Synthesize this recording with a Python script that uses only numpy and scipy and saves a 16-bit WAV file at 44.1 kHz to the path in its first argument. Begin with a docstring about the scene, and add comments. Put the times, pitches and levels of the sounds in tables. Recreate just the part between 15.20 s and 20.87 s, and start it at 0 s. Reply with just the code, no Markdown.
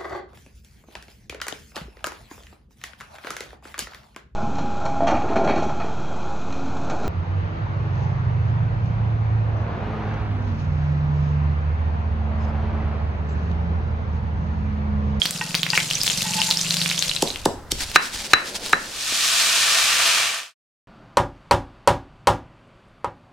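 """Chillies spit in hot oil in an iron wok: noise-burst sizzle plus ringing pops. A spoon taps and drags on
a wooden plate (struck modes, squeak) while something like a small engine throbs far away (a boom per firing).
Then a stone pestle pounds herbs in a mortar (crunch noise, struck modes), hard enough to overload the
microphone. Last, water poured into the hot wok hisses (three bands of noise bursts) and fades out.
Rumble, air, a drone and a hum lie behind. All three scenes are outdoors and dissolve into one another."""
import sys
import numpy as np
from scipy import signal
from scipy.fft import rfft, irfft, next_fast_len
from scipy.io import wavfile

SR = 44100
rng = np.random.default_rng(int(sys.argv[2]) if len(sys.argv) > 2 else 0)


def generate_wav(sig):
    """Save sig (samples, or channels by samples) to the path in sys.argv[1] as 16-bit PCM at SR."""
    pcm = np.round(np.clip(np.atleast_2d(sig).T, -1, 1) * 32767).astype(np.int16)
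    wavfile.write(sys.argv[1], SR, pcm)


N = 250124
T = np.arange(N) / SR

# Scene dissolves: start and end in seconds.
TO_MORTAR_S, TO_WATER_S, FADE_OUT_S = (1.71, 2.42), (3.565, 4.21), (4.857, 5.347)
TOP_HZ = 15900

# Side relative to mid at the microphone pair. Each row: frequency in Hz, level in dB.
WIDTH_HZ_DB = [(60, -15.5), (250, -12.5), (1000, -9), (4000, -6.5), (8000, -4.5), (13000, -2)]

# Outdoor background, one row per scene (frying, mortar, pouring): rumble in dB, air in dB.
YARD_DB = [(-56, -46.5), (-54, -49.5), (-61, -49)]
# Spectrum of the low rumble. Each row: frequency in Hz, relative level in dB.
RUMBLE_HZ_DB = [(15, 6), (30, 7.5), (55, 7.5), (75, 0.5), (105, 5), (140, -10.5), (250, -46.5)]
# Spectrum of the open air. Each row: frequency in Hz, relative level in dB.
AIR_HZ_DB = [(60, -20.5), (110, -4.5), (200, -4.5), (300, -4.5), (380, -9), (500, -4.5), (800, -8.5),
             (1500, -9), (4000, -38)]
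# Gusts of low rumble. Each row: centre in seconds, length in seconds, level in dB.
GUSTS = [(.9, .3, -51), (1.9, .08, -45), (2.25, 0.31, -40), (2.58, 0.22, -38.5), (2.97, 0.099, -44.5),
         (3.45, .2, -51)]
# Swell of a faint distant drone. Each row: centre in seconds, length in seconds, level in dB.
DRONE_SWELLS = [(3.35, 0.45, -42)]
HUM_DB = -59.5

# Distant one-cylinder engine, gathering speed evenly.
FIRINGS_PER_S, SPEED_UP_PER_S2, ENGINE_DB = 20.3, 2.45, -36.5
ENGINE_AWAY_S = (1.61, 2.28)  # dies away: start, end
# The engine labours. Each row: centre in seconds, length in seconds, level in dB.
SURGES = [(1.06, 0.37, -33.5), (1.57, 0.19, -35)]

# Light wooden bump as the pouring starts.
BUMP_S, BUMP_DB = 3.922, -28.5
# The wooden block thumps low under two of the blows. Each row: start in seconds, level in dB.
THUMPS = [(2.524, -29.5), (3.133, -26)]
# Modes of the wooden block. 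Each row: frequency in Hz, relative level in dB, t60 in seconds.
BLOCK_MODES = [(58, 2, 0.077), (105.4, -3, 0.045)]

# Spectrum of water flashing to steam. Each row: frequency in Hz, relative level in dB.
STEAM_HZ_DB = [(150, -33), (300, -35), (450, -18), (650, -14), (900, -11), (1200, -4.5), (1750, -4.5),
               (2100, -6), (2600, -1.5), (4200, -2), (6500, -5.5), (9400, -10), (11000, -18),
               (13000, -18.5), (15800, -30.5)]
# Iron wok resonances that colour the boiling. Each row: frequency in Hz, width in Hz, boost in dB.
WOK_PEAKS = [(666.5, 11, 12), (1175, 37, 4), (1520, 25, 4), (1820, 41, 6.5), (2376, 120, 4.5)]
# Steam layers: dB when the pour is in full flow, dB per s as water gathers.
SPRAY, SEETHE, BOIL = (-21, -0.76), (-26.5, 3.7), (-31, 4.8)

# Spectrum of rustling leaves. Each row: frequency in Hz, relative level in dB.
HERB_HZ_DB = [(120, -33.5), (200, 4), (490, -12), (567, -14), (848, 0), (1220, -7.5), (1440, -2),
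              (4640, 2.5), (9820, -6.5), (15800, -22)]
# Rubs of the pestle through the herbs. Each row: centre in seconds, length in seconds, level in dB.
RUBS = [(2.515, 0.01, -31), (2.618, 0.038, -27.5), (2.69, 0.058, -38), (2.757, 0.019, -26),
        (2.85, 0.056, -34), (2.95, 0.036, -32), (3.005, 0.043, -33.5), (3.055, 0.033, -33),
        (3.115, 0.025, -35), (3.285, 0.055, -36), (3.36, 0.023, -30.5), (3.47, 0.08, -34),
        (3.64, 0.075, -40)]
# Stalks snapping under the pestle. Each row: start in seconds, level in dB.
SNAPS = [(2.716, -16), (3.4622, -12), (3.4947, -15.5)]
# Leaves stir faintly before they are bruised and audibly after.
FRESH_DB, BRUISED_DB, BRUISED_FROM_S = -60, -43.5, 2.51

# Pestle blows. Each row: start in seconds, leaf crunch in dB, cushioned thud in dB, stone clack in dB,
# pestle ring in dB, highest Hz that the leaf cushion passes, highest Hz of the clack.
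BLOWS = [(2.0262, -6, -2.5, -42, -61, 955, 9000), (2.2586, -8, 0, -15, -61, 1700, 2000),
         (2.521, -6, -12.5, -62.5, -56, 445, 9000), (2.7592, -22, -11.5, 9, -19.5, 1600, 11000),
         (3.134, -29.5, -12, 8.5, -14, 2100, 13000), (3.531, -15, -10.5, 5.5, -26.5, 1250, 2400)]
# Modes of the mortar on its wooden block. Each row: frequency in Hz, relative level in dB, t60 in seconds.
THUD_MODES = [(157.8, -22, .12), (275, -5.5, 0.021), (392, -5, 0.027), (511, -8, 0.025), (871, -4, 0.016)]
# Modes of stone on stone. Each row: frequency in Hz, mean relative level in dB, t60 in seconds.
CLACK_MODES = [(736, -28, 0.034), (1250, -7, 0.015), (1383, -6, .018), (1525, -2.5, 0.015),
               (1642, -3, 0.014), (1817, -5, 0.016), (2130, -10.5, 0.014), (2620, -6.5, 0.0067),
               (4750, -17, 0.0059), (5480, -15.5, 0.012), (6460, -20.5, 0.019)]
# Modes of the pestle. Each row: frequency in Hz, relative level in dB, t60 in seconds.
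PESTLE_MODES = [(3980, -6.5, 0.27), (3957, 11.5, 0.04)]

# Modes of the wooden plate. Each row: frequency in Hz, relative level in dB, t60 in seconds.
PLATE_MODES = [(871, -2, 0.087), (992, -2, .05), (1530, -1, 0.051), (1875, 0, 0.096), (2694, 12.5, 0.012),
               (3560, -3, 0.0077)]
# Spoon taps. Each row: start in seconds, level in dB.
TAPS = [(.212, -24), (0.5328, -21)]
# Drags of the spoon over the plate. Each row: centre in seconds, length in seconds, level in dB.
DRAGS = [(1.058, 0.027, -34), (1.105, .04, -38), (1.185, .04, -29.5), (1.297, .022, -31)]

# Spectrum of the sizzle. Each row: frequency in Hz, relative level in dB.
FRY_HZ_DB = [(200, -32.5), (400, -14.5), (650, -9.5), (1000, -15.5), (2000, -6.5), (3000, -4), (4300, 1),
             (6500, -2.5), (9000, -4.5), (11000, -11), (14000, -16.5), (16000, -33)]
# Loudest drops of moisture bursting in the oil. Each row: start in seconds, level in dB, pitch in Hz,
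# width in Hz.
POPS = [(.0182, -8, 3270, 150), (.056, -6, 2180, 2000), (.06, -6.5, 4500, 600), (.1088, -6.5, 8000, 2320),
        (0.3447, -5.5, 2420, 745), (.351, 1.5, 4200, 1440), (.4321, 0, 3400, 1120),
        (.4655, -9.5, 2200, 694), (0.503, -6.5, 4740, 400), (0.5765, 2.5, 2190, 650),
        (0.7024, -8.5, 4200, 1094), (0.7108, -5.5, 3030, 448), (.7537, -9, 5980, 250),
        (0.8146, -6.5, 5030, 151), (0.834, -2, 5230, 2800), (0.8782, -3, 3450, 800), (.9, -6.5, 3100, 700),
        (1.0208, -4, 3840, 2000), (1.204, -10, 4700, 400), (1.2173, -4.5, 2960, 350),
        (1.305, -3.5, 4800, 1107), (1.311, 2.5, 4040, 800), (1.372, -4.5, 5250, 397),
        (1.4136, -4.5, 6200, 596), (1.5076, -2, 4200, 600), (1.5425, -4.5, 6650, 2510),
        (1.5688, -6, 4100, 1206), (1.6164, -3, 3900, 800), (1.66, -7.5, 2530, 704), (1.6998, -7, 3940, 550),
        (1.714, -6.5, 2480, 497), (1.779, -8.5, 3460, 550), (1.792, -4.5, 6330, 684),
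        (1.8247, -1, 3960, 1400), (1.895, -7, 4000, 250), (1.914, -9.5, 2960, 353), (1.964, -7, 3980, 500),
        (2.0756, -12, 4060, 509), (2.1035, -12.5, 4000, 402), (2.1595, -12.5, 2860, 912)]
# Sizzle flares as wet chillies meet the oil. Each row: start in seconds, strength in dB before the sizzle trim.
FLARES = [(.01, -33), (.535, -24.5), (.69, -30), (.85, -23), (1.12, -28.5)]
SPICES_DB = -36  # strength without flares, before the sizzle trim
FLARE_ATTACK_S, FLARE_DECAY_S = 0.019, 0.056
SIMMER_DB, DRYING_S = -7.5, 4.4  # what lasts of each flare, and how slowly it dries up


def undb(db):
    """Decibels to gain."""
    return 10 ** (np.asarray(db) / 20)


def colour(x, points):
    """Filter by a (Hz, dB) spectrum, interpolated over log frequency."""
    hz, db = np.transpose(points)
    size = next_fast_len(N, True)
    bins_hz = np.maximum(np.fft.rfftfreq(size, 1 / SR), 1)
    gain = undb(np.interp(np.log(bins_hz), np.log(hz), db))
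    return irfft(rfft(x, size) * gain, size)[..., :N]


def band(x, low_hz, high_hz):
    """Band-pass."""
    edges_hz = [low_hz, min(high_hz, .45 * SR)]
    return signal.sosfilt(signal.butter(2, edges_hz, 'band', fs=SR, output='sos'), x)


def unit(x, low_hz, high_hz):
    """Scale so that this band of the centre has rms 1."""
    centre = np.atleast_2d(x).mean(axis=0)
    return x / band(centre, low_hz, high_hz).std()


def walk(knots_per_s):
    """Random drift, spread near 1, straight between knots."""
    knots_s = np.arange(0, T[-1] + 1, 1 / knots_per_s)
    return np.interp(T, knots_s, rng.standard_normal(len(knots_s)))


def add(track, start_s, sound):
    """Mix a sound into a track."""
    i = max(int(start_s * SR), 0)
    track[..., i:i + sound.shape[-1]] += sound[..., :N - i]


def fade(span_s):
    """Smooth rise from 0 to 1 over (start, end)."""
    return np.sin(np.pi / 2 * np.interp(T, span_s, [0, 1])) ** 2


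def shots():
    """Gains of the frying, mortar and pouring scenes."""
    first, second = fade(TO_MORTAR_S), fade(TO_WATER_S)
    return 1 - first, first * (1 - second), second * (1 - fade(FADE_OUT_S))


def strokes(rows, base=0):
    """Gain of bell-shaped swells (centre s, length s, dB), power-summed with a base gain."""
    power = base ** 2
    for centre_s, length_s, db in rows:
        power = power + undb(db) ** 2 * np.exp(-(2 * (T - centre_s) / length_s) ** 2)
    return np.sqrt(power)


def ring(modes):
    """Impulse response of (Hz, dB, t60 s) modes; neighbours start in opposite directions."""
    t = T[:SR // 2]
    out = np.zeros(len(t))
    for k, (hz, db, t60_s) in enumerate(modes):
        decay = np.exp(-np.log(1000) * t / t60_s)
        out += (-1) ** k * undb(db) * np.sin(2 * np.pi * hz * t) * decay
    return out


def noise(points, envelope=1):
    """Stereo noise of a given spectrum, wider towards the treble."""
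    mid, side = rng.standard_normal((2, N)) * envelope
    side = colour(side, WIDTH_HZ_DB)
    return colour(np.array([mid + side, mid - side]), points)


def fizz(points, bursts_per_s, spread_db):
    """Stream of tiny noise bursts of unequal size, each decaying within about a millisecond."""
    sizes_db = spread_db * np.minimum(rng.exponential(size=N), 5)
    bursts = (rng.random(N) < bursts_per_s / SR) * undb(sizes_db)
    power = signal.lfilter([1], [1, -np.exp(-1 / (0.00019 * SR))], bursts ** 2)
    return noise(points, np.sqrt(power))


def echoes(x, wet_db, t60_s, delay_s, side_db):
    """Dense scattered reflections that start after a delay and differ between the channels."""
    t = T[:SR // 2]
    mid, side = rng.standard_normal((2, len(t))) * np.exp(-np.log(1000) * t / t60_s) * (t > delay_s)
    response = mid + undb(side_db) * np.array([side, -side])
    response *= undb(wet_db) / np.sqrt(np.sum(mid ** 2))
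    return signal.fftconvolve(np.atleast_2d(x), response, axes=1)[:, :N]


def pop(db, hz, width_hz, pan, bowl_db=-8, bowl_s=0.0098):
    """A steam bubble tears open with a snap and its cavity rings; the bowl scatters it at random."""
    t = T[:SR // 30]
    cavity = (1 - np.exp(-t * hz / 0.25)) * np.exp(-np.pi * width_hz * t)
    # the more violent the tear, the shorter the ring and the stronger the snap
    snap = undb(-10.5) * width_hz / 1500 * rng.standard_normal(len(t)) * np.exp(-t / 0.00031)
    burst = cavity / cavity.max() * np.sin(2 * np.pi * hz * t) + snap
    left, right, shared = rng.standard_normal((3, len(t))) * np.exp(-t / bowl_s) * (t > .0007)
    bowl = np.array([left + shared, right + shared])
    bowl *= undb(bowl_db) / np.sqrt(np.sum(bowl[0] ** 2))
    scattered = signal.fftconvolve(burst[None], bowl, axes=1)[:, :len(t)]
    panned = burst * undb(3.04 * pan * np.array([[1], [-1]]))
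    return undb(db) * (panned + scattered)


def yard(hum_hz=102, drone_hz=(290, 620)):
    """Filtered noise as low rumble, open air and a far drone, plus a wavering sine hum in the last scene."""
    gains = np.array(shots())
    rumble_gain, air_gain = undb(YARD_DB).T @ gains
    rumble = unit(noise(RUMBLE_HZ_DB), 28, 100) * strokes(GUSTS, rumble_gain)
    air = unit(noise(AIR_HZ_DB), 170, 700) * air_gain
    drone = unit(band(rng.standard_normal(N), *drone_hz), 170, 700) * strokes(DRONE_SWELLS)
    pitch_hz = hum_hz * (1 + 0.0408 * walk(12))
    hum = np.sqrt(2) * np.sin(2 * np.pi * np.cumsum(pitch_hz) / SR)
    hum = hum * undb(HUM_DB + 2 * walk(12)) * gains[2]
    return rumble + air + drone + hum


def engine(boom_hz=165, wall_s=0.01782, wall_db=-13):
    """Each firing booms briefly in the exhaust, never twice alike; a wall sends it back."""
    running = T < ENGINE_AWAY_S[1]
    turns = np.floor(FIRINGS_PER_S * T + SPEED_UP_PER_S2 * T ** 2 / 2)
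    firings_s = T[(np.diff(turns, prepend=-1) > 0) & running]
    boom = np.zeros(N)
    for start_s, (strength, detune) in zip(firings_s, rng.standard_normal((64, 2))):
        add(boom, start_s, undb(1.3 * strength) * ring([(boom_hz * (1 + .04 * detune), 0, .05)]))
    boom = band(boom, 118, 212)
    boom = boom + undb(wall_db) * np.interp(T - wall_s, T, boom, left=0)
    boom = boom + echoes(boom, wet_db=-7, t60_s=0.18, delay_s=0.049, side_db=-15)
    level = strokes(SURGES, undb(ENGINE_DB)) * (1 - fade(ENGINE_AWAY_S))
    return boom / boom[:, running].std() * level


def wooden_knocks():
    """Dull knocks of wood as quickly damped modes: the bump and the block's thumps."""
    out = np.zeros(N)
    add(out, BUMP_S, undb(BUMP_DB) * ring([(262, 0, 0.032), (420, 0.0024, .03), (635, 0, .03)]))
    for start_s, db in THUMPS:
        add(out, start_s, undb(db) * ring(BLOCK_MODES))
    return out


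def steam():
    """Countless droplets boil off the iron; the hiss deepens as water gathers and larger bubbles form."""
    raw = fizz(STEAM_HZ_DB, bursts_per_s=14000, spread_db=2.0)
    hiss = raw
    for hz, width_hz, boost_db in WOK_PEAKS:
        resonance = signal.lfilter(*signal.iirpeak(hz, hz / width_hz, fs=SR), raw)
        hiss = hiss + (undb(boost_db) - 1) * resonance
    low = colour(hiss, [(1400, 1.0), (1850, -11.5), (2600, -40.0)])
    high = colour(hiss, [(2500, -40.0), (3400, -1.0), (4400, 0.5)])
    boil = unit(low, 500, 1770)
    seethe = unit(hiss - low - high, 1900, 3500)
    spray = unit(high, 3620, 12000)
    poured_s = T - TO_WATER_S[1]
    out = np.zeros((2, N))
    for layer, (db, db_per_s) in ((boil, BOIL), (seethe, SEETHE), (spray, SPRAY)):
        out += layer * undb(db + db_per_s * poured_s + .5 * walk(25))
    return shots()[2] * out


def herbs():
    """Wet leaves rustle (noise bursts) as the pestle lifts and turns; now and then a stalk snaps."""
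    stir_gain = undb(np.where(T < BRUISED_FROM_S, FRESH_DB, BRUISED_DB))
    rubbing = strokes(RUBS, stir_gain) * shots()[1]
    out = unit(fizz(HERB_HZ_DB, bursts_per_s=11000, spread_db=3.0), 4100, 12000) * rubbing
    for start_s, db in SNAPS:
        add(out, start_s, pop(db, hz=4000, width_hz=2600, pan=0))
    return out


def spoon(squeak_hz=872, squeak_db=-1, drag_db=0):
    """Taps ring the plate's modes; drags are random slips plus an unsteady squeak near its lowest mode."""
    pressure = strokes(DRAGS)
    pitch_hz = squeak_hz * (1 + .03 * walk(120))
    squeak = np.sqrt(2) * np.sin(2 * np.pi * np.cumsum(pitch_hz) / SR)
    out = squeak * undb(squeak_db + 3 * walk(70.7)) * pressure
    slips = rng.standard_normal(N) * (rng.random(N) < 500 / SR)  # 500 per s
    drag = signal.fftconvolve(slips, ring(PLATE_MODES))[:N]
    out += undb(drag_db) * drag / drag.std() * pressure
    for start_s, db in TAPS:
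        add(out, start_s, undb(db) * ring(PLATE_MODES))
    return out + echoes(out, wet_db=-7.5, t60_s=0.39, delay_s=.004, side_db=-4)


def mortar(crush_s=0.0016, crush_lead_s=.002):
    """The pestle first crushes leaves and thuds; once they are flat, stone meets stone and rings."""
    crunch, thuds, clacks, rings = np.zeros((4, N))
    t = T[:SR // 12]
    centre_s = t[-1] / 2
    from_centre_s = np.abs(t - centre_s)
    squeeze = np.exp(-from_centre_s / crush_s) + undb(-30) * np.exp(-from_centre_s / .008)
    for start_s, crunch_db, thud_db, clack_db, ring_db, cushion_hz, clack_hz in BLOWS:
        leaves = undb(crunch_db) * squeeze * rng.standard_normal(len(t))
        add(crunch, start_s - crush_lead_s - centre_s, leaves)
        add(thuds, start_s, undb(thud_db) * band(ring(THUD_MODES), 80, cushion_hz))
        # each blow lands on a new spot and weights the stone's modes anew
        stone = ring([(hz, db + 1.2 * rng.standard_normal(), t60_s) for hz, db, t60_s in CLACK_MODES])
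        add(clacks, start_s, undb(clack_db) * band(stone, 400, clack_hz))
        add(rings, start_s, undb(ring_db) * ring(PESTLE_MODES))
    crunch = band(crunch, 2500, 8600)
    direct = thuds + clacks + crunch + rings * undb(np.array([[1], [-1]]) * 5.3)  # ring to the left
    near = echoes(band(clacks, 1200, 9000), wet_db=-8, t60_s=.022, delay_s=.0006, side_db=-1)
    # the yard keeps the low thuds longer than the bright clacks
    bright = band(clacks, 700, 2800) + crunch
    bright_tail = echoes(bright, wet_db=-10.5, t60_s=0.37, delay_s=0.0015, side_db=0.0)
    low_tail = echoes(thuds, wet_db=-6.0, t60_s=0.39, delay_s=0.0045, side_db=-10)
    return direct + near + bright_tail + low_tail


def frying_strength():
    """Each flare rises fast, dies down and leaves the oil livelier than before."""
    power = undb(SPICES_DB) ** 2
    for start_s, db in FLARES:
        age_s = np.maximum(T - start_s - FLARE_ATTACK_S, 0)
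        simmer = undb(SIMMER_DB) * np.exp(-age_s / DRYING_S)
        tail = np.hypot(np.exp(-age_s / FLARE_DECAY_S), simmer)
        power = power + (undb(db) * fade((start_s, start_s + FLARE_ATTACK_S)) * tail) ** 2
    return np.sqrt(power) * shots()[0]


def oil(small_db=4, spread_db=3.5, sizzle_trim_db=-2.0, count=400):
    """Moisture bursts in hot oil: fine sizzle of noise bursts, many small pops and the loud spits."""
    strength = frying_strength()
    spits = np.zeros((2, N))
    for when, size, pitch, damping in rng.random((count, 4)):
        start_s = when * TO_MORTAR_S[1]
        db = small_db - spread_db * np.log(max(size, .09))  # over the sizzle strength
        small = pop(db, 2400 * 3.2 ** pitch, 150 * 6 ** damping, rng.standard_normal())
        add(spits, start_s, strength[int(start_s * SR)] * small)
    for start_s, db, hz, width_hz in POPS:
        add(spits, start_s, pop(db, hz, width_hz, rng.standard_normal()))
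    sizzle = unit(fizz(FRY_HZ_DB, bursts_per_s=6100, spread_db=4.0), 2200, 12000)
    sizzle = sizzle * strength * undb(walk(25) + sizzle_trim_db)
    return sizzle + spits + echoes(spits, wet_db=-9.5, t60_s=0.22, delay_s=0.0034, side_db=-5.0)


def scene():
    """All sources together."""
    background = yard() + engine() + wooden_knocks()
    return background + steam() + herbs() + spoon() + mortar() + oil()


def record(dry):
    """Overload clips flat at full scale; a steep low-pass cuts the top."""
    low_pass = signal.ellip(10, .1, 70, TOP_HZ, fs=SR, output='sos')
    return signal.sosfilt(low_pass, np.clip(dry, -1, 1))


dry = scene()
out = record(dry)
generate_wav(out)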